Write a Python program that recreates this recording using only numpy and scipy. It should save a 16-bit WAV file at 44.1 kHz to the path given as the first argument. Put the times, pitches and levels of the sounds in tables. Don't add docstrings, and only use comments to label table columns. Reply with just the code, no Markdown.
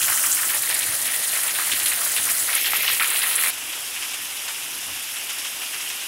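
import sys
import numpy as np
from scipy import signal
from scipy.fft import rfft, irfft, next_fast_len
from scipy.io import wavfile
from scipy.ndimage import uniform_filter1d, map_coordinates

SR = 44100
rng = np.random.default_rng(int(sys.argv[2]) if len(sys.argv) > 2 else 0)


def materialize(psi):
    bounded = np.clip(np.atleast_2d(psi).T, -1, 1)
    quanta = np.round(bounded * 32767).astype(np.int16)
    wavfile.write(sys.argv[1], SR, quanta)


N = 267687

# freq_hz, level_db_per_hz
PILLAR_COLOUR = [(250, -49), (400, -23), (600, -12.5), (1200, -8), (1500, -3), (2400, -12), (3000, -3.5),
                 (3800, -12.5), (5000, -8), (6500, -5.5), (9500, -0.5), (12000, -4), (15700, -6.5)]
# freq_hz, level_db_per_hz
WALL_COLOUR = [(250, -48), (400, -18), (600, -9), (850, -11), (1500, -10), (1900, -1.5), (2400, -7),
               (3800, -7), (5500, -8), (8000, -4), (9700, 2.5), (13500, -6), (15700, -8)]
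# freq_hz, level_db_per_hz
GATE_COLOUR = [(250, -47), (400, -12), (600, -8), (1500, -12), (1900, 2.5), (2700, 3), (4600, -5),
               (7800, -8), (9500, -4.5), (11700, 0), (13500, -3), (15700, -8)]
# freq_hz, level_db_per_hz
YARD_COLOUR = [(250, -54), (400, -14), (850, -10.5), (1200, -8.5), (2100, -2), (3000, -2), (4600, -9),
               (6300, -10.5), (9500, -1), (10500, 2.5), (13500, -6.5), (15700, -4.5)]
# freq_hz, level_db_per_hz
TREES_COLOUR = [(240, -32.5), (400, -22.5), (488, -21.5), (849, -15.5), (1090, -15.5), (1190, -15),
                (2100, -11), (2810, -5.5), (3230, -7.5), (4320, -16), (5360, -7.5), (8630, -6), (10400, -3),
                (14100, -10), (15700, -16)]
# freq_hz, level_db_per_hz
DRONE_COLOUR = [(18, -43), (30, -19), (96, -0.5), (184, -6), (296, 1.5), (375, -1.5), (450, -6.5),
                (580, -9), (990, -120)]
# time_s, heading (0 pillar, 1 wall, 2 gate, 3 yard)
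HEADINGS = [(.3, 0), (.7, 1), (2.4, 0.5), (2.6, 2), (2.9, 2), (3.0, 3)]
# patter_db, spray_db
HEADING_LEVELS = [(-32, -21), (-31, -24), (-27.5, -24.5), (-29, -22.5)]
# freq_hz, width_hz, gain_db
PORCH_MODES = [(1308, 18, 5.5), (1860, 25, 2.5), (2130, 28, -0.5), (2420, 18, 0), (4080, 86, 4.5)]
# start_s, level_db, pitch_hz
YARD_SLAPS = [(0.016, -11.5, 3000), (0.082, -11.5, 1900), (0.122, -13.5, 1830), (0.175, -16.5, 2020),
              (0.238, -12.5, 1930), (0.328, -23, 2850), (0.371, -15.5, 2350), (0.493, -17, 2330),
              (0.537, -15.5, 2060), (0.709, -16, 3410), (0.808, -16, 3180), (0.876, -19.5, 2810),
              (1.054, -15, 3300), (1.088, -18, 2280), (1.331, -18.5, 3170), (1.362, -16, 2260),
              (1.433, -18.5, 2100), (1.481, -14, 2520), (1.551, -14, 2880), (1.587, -13, 1710),
              (1.717, -7.5, 3150), (1.8, -12.5, 3100), (1.859, -11, 3100), (1.918, -10.5, 2650),
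              (2.165, -10.5, 2880), (2.289, -14, 2220), (2.53, -13.5, 2340), (2.562, -14, 2870),
              (2.645, -9, 3060), (2.662, -16, 2600), (2.733, -7.5, 2250), (2.865, -12.5, 2900),
              (2.879, -6, 3000), (2.902, -18, 2870), (2.998, -6, 2180), (3.023, -7, 2400),
              (3.106, -13, 2490), (3.16, -11.5, 3150), (3.218, -11.5, 3240), (3.238, -12, 1970),
              (3.381, -14.5, 2240), (3.437, -12, 2140)]
# start_s, level_db, pitch_hz
SPRAY_SPITS = [(0.0992, -6, 12200), (0.2354, -12, 10200), (0.3158, -5.5, 7750), (0.3273, -5, 7930),
               (0.3364, -9, 8800), (0.454, -10, 8150), (0.5472, -6, 10600), (0.6227, -7, 10700),
               (0.692, -6, 10900), (0.7433, -4, 9900), (0.7913, -6, 9800), (0.855, -32, 10800),
               (1.3299, -14, 9340), (1.433, -9, 11100), (1.8587, -5.5, 10200), (1.884, -4, 10300),
               (2.0577, -8, 10300), (2.165, -9, 9040), (2.315, -6, 11000), (2.5506, -4, 10700),
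               (2.612, -7, 11500), (2.6695, -7.5, 11300), (2.7073, -6, 11400), (2.7656, -4.5, 11900),
               (2.823, -6, 12400), (2.916, -10, 12200), (2.93, -11, 8560), (2.9647, -9, 10600),
               (3.074, -9, 9600), (3.1028, -7, 9100), (3.1692, -7, 11900), (3.3558, -4, 9600),
               (3.425, -6, 10900), (3.437, -7, 10700)]
# start_s, level_db, pitch_hz
FAR_SPLASHES = [(3.726, -20, 3300), (3.96, -19, 2370), (4.023, -15.5, 3250), (4.135, -16.5, 3050),
                (4.479, -14.5, 2710), (5.159, -18.5, 3230), (5.293, -17, 3040), (5.384, -17.5, 7000),
                (5.447, -15.5, 3200), (5.616, -17.5, 3100), (5.733, -17.5, 2760), (5.799, -18, 3050),
                (5.901, -18, 2760)]
# centre_s, rise_db
DRONE_SWELLS = [(0.05, 4), (0.93, 5), (4.92, 11)]

CUT_S = 3.505
SPLIT_HZ, TOP_HZ = 5000, 15780
UPSTAIRS_PATTER_DB, UPSTAIRS_SPRAY_DB = -33.5, -32.5
SLAP_S, SPIT_S, SPLASH_S = .026, .008, .024
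SMALL_SLAP_DB, SMALL_SLAP_HZ = -20, 2070
SMALL_SPLASH_DB, SMALL_SPLASH_HZ = -24, 4340
DEEP_START_DB, DEEP_SINK_DB_PER_S = -55.5, 2.03
UPPER_PORCH_DB, UPPER_UPSTAIRS_DB = -53, -56.5
SWELL_HALF_S = 0.083
SURGE_DB, SURGES_PER_S = 0.76, 55


def amp(db):
    return 10 ** (np.asarray(db) / 20)


def unit(x):
    return x / np.sqrt(np.mean(x ** 2) + 1e-20)


def along(points, hz):
    f, v = np.transpose(points)
    return np.interp(np.log(hz + 1), np.log(f + 1), v)


def curves(rows):
    s, *cols = np.transpose(rows)
    return [np.interp(np.arange(N) / SR, s, c) for c in cols]


def wobble(knots_per_s):
    knots = rng.standard_normal(int(N * 150 / SR) + 4)
    return map_coordinates(knots, [np.arange(N) * min(knots_per_s, 150) / SR])


def filtered(x, response):
    m = next_fast_len(N + 8192)
    return irfft(rfft(x, m) * response(np.fft.rfftfreq(m, 1 / SR)), m)[:N]


def drops(start_s, hz, height, cycles, samples):
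    k = np.arange(samples)
    u = k * hz[:, None] / SR / cycles
    envelope = 4 * u * np.exp(1 - 4 * u)
    wave = height[:, None] * envelope * np.sin(2 * np.pi * cycles * u)
    at = np.round(start_s * SR).astype(int)[:, None] + k
    return np.bincount(at.ravel(), wave.ravel(), N + SR)[:N]


def hiss(patchy_db):
    z = signal.stft(rng.standard_normal(N + 512), nperseg=256)[2]
    field = uniform_filter1d(rng.standard_normal(z.shape), size=5, axis=0)
    field = uniform_filter1d(field, size=12, axis=1)
    patchy = signal.istft(z * amp(patchy_db * unit(field)), nperseg=256)[1]
    return unit(patchy[:N])


def shower(count, samples, lo_hz, hi_hz, cycles, scatter_db, clump_db, clumps_per_s, far_db, patchy_db):
    when, pitch, luck = rng.random((count, 3)).T
    hz = lo_hz + (hi_hz - lo_hz) * pitch
    rare = -np.log(1 - .99 * luck)
    height = np.sqrt(hz) * amp(scatter_db * rare)
    near = unit(drops(when * N / SR, hz, height, cycles, samples))
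    rain = near + amp(far_db) * hiss(patchy_db)
    return unit(rain * amp(clump_db * wobble(clumps_per_s)))


def coloured(low, high, spectrum):
    def low_share(hz):
        return 1 / (1 + (hz / SPLIT_HZ) ** 12)

    def gain(hz):
        return amp(along(spectrum, hz))

    patter = filtered(low, lambda hz: gain(hz) * np.sqrt(low_share(hz)))
    spray = filtered(high, lambda hz: gain(hz) * np.sqrt(1 - low_share(hz)))
    return np.array([unit(patter), unit(spray)])


def small(start_s, end_s, db, hz, count):
    when, loud, high = rng.random((count, 3)).T
    moments_s = start_s + (end_s - start_s) * when
    return np.transpose([moments_s, db + 6 * (loud - .5), hz * np.exp(.5 * (high - .5))])


def bursts(events, length_s, count, samples, cycles, spread, first_db, spatter_db, scatter_db):
    start_s, db, hz = np.transpose(events)[..., None]
    later = np.arange(count) > 0
    age = later * 2.5 * rng.random((len(start_s), count))
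    luck = rng.standard_normal((len(start_s), count, 2))
    pitch_hz = np.clip(hz * np.exp(later * spread * (luck[..., 1] - 0.1)), 750, SR / 2.5)
    overlap = count / (2.5 * length_s) * .23 * cycles / pitch_hz
    fade_db = -4.5 * age ** 1.56
    height = amp(db + spatter_db + fade_db + scatter_db * luck[..., 0]) / np.sqrt(overlap)
    height[:, 0] = amp(db[:, 0] + first_db)
    times_s = start_s + age * length_s
    return drops(times_s.ravel(), pitch_hz.ravel(), height.ravel(), cycles, samples)


def rumble():
    t = np.arange(N) / SR
    swells_db = sum(db * np.exp(-((t - s) / SWELL_HALF_S) ** 2) for s, db in DRONE_SWELLS)
    deep_db = DEEP_START_DB - DEEP_SINK_DB_PER_S * t + swells_db
    upper_db = np.where(t < CUT_S, UPPER_PORCH_DB, UPPER_UPSTAIRS_DB)
    noise = filtered(hiss(patchy_db=1.5), lambda hz: amp(along(DRONE_COLOUR, hz)))
    deep = filtered(noise, lambda hz: 1 / (1 + (hz / 180) ** 6))
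    return amp(deep_db) * unit(deep) + amp(upper_db) * unit(noise - deep)


def upstairs():
    low = shower(count=6000, samples=100, lo_hz=297, hi_hz=5830, cycles=2.8, scatter_db=1.5,
                 clump_db=0.1, clumps_per_s=40, far_db=12, patchy_db=1.5)
    high = shower(count=10000, samples=40, lo_hz=4030, hi_hz=17300, cycles=3.5, scatter_db=3,
                  clump_db=0.84, clumps_per_s=70, far_db=8.5, patchy_db=1.0)
    rain = amp([UPSTAIRS_PATTER_DB, UPSTAIRS_SPRAY_DB]) @ coloured(low, high, TREES_COLOUR)
    weak = small(CUT_S, N / SR, SMALL_SPLASH_DB, SMALL_SPLASH_HZ, count=20)
    splashes = bursts(np.vstack([FAR_SPLASHES, weak]), SPLASH_S, count=200, samples=140, cycles=4.9,
                      spread=0.6, first_db=-1.0, spatter_db=-6.5, scatter_db=2)
    return rain + filtered(splashes, lambda hz: amp(0.74 * along(TREES_COLOUR, hz)))


def porch_response(hz):
    response = 1
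    for centre_hz, width_hz, db in PORCH_MODES:
        damping = 1j * hz * width_hz
        response = response + (amp(db) - 1) * damping / (centre_hz ** 2 - hz ** 2 + damping)
    return response


def porch():
    low = shower(count=7000, samples=100, lo_hz=296, hi_hz=6190, cycles=3.7, scatter_db=4.0,
                 clump_db=1.07, clumps_per_s=22, far_db=9.5, patchy_db=1.5)
    high = shower(count=16000, samples=40, lo_hz=3770, hi_hz=16600, cycles=5.2, scatter_db=3.0,
                  clump_db=0.8, clumps_per_s=60, far_db=2.5, patchy_db=2.5)
    heading, = curves(HEADINGS)
    views = [PILLAR_COLOUR, WALL_COLOUR, GATE_COLOUR, YARD_COLOUR]
    rain = np.zeros(N)
    for k, (view, levels_db) in enumerate(zip(views, HEADING_LEVELS)):
        weight = np.clip(1 - np.abs(heading - k), 0, 1)
        rain += weight * (amp(levels_db) @ coloured(low, high, view))
    rain *= amp(SURGE_DB * wobble(SURGES_PER_S))
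    weak = small(0, CUT_S, SMALL_SLAP_DB, SMALL_SLAP_HZ, count=30)
    slaps = bursts(np.vstack([YARD_SLAPS, weak]), SLAP_S, count=80, samples=150, cycles=3.8,
                   spread=0.32, first_db=-3.0, spatter_db=-15.5, scatter_db=2.0)
    spits = bursts(SPRAY_SPITS, SPIT_S, count=20, samples=60, cycles=5.5,
                   spread=0.13, first_db=-1.5, spatter_db=-16.5, scatter_db=3.5)
    return filtered(rain + slaps + spits, porch_response)


def scene():
    later = np.clip((np.arange(N) / SR - CUT_S) / .001, 0, 1)
    return ((1 - later) * porch() + later * upstairs() + rumble())[None]


def record(dry):
    return filtered(dry[0], lambda hz: hz < TOP_HZ)[None]


dry = scene()
out = record(dry)
materialize(out)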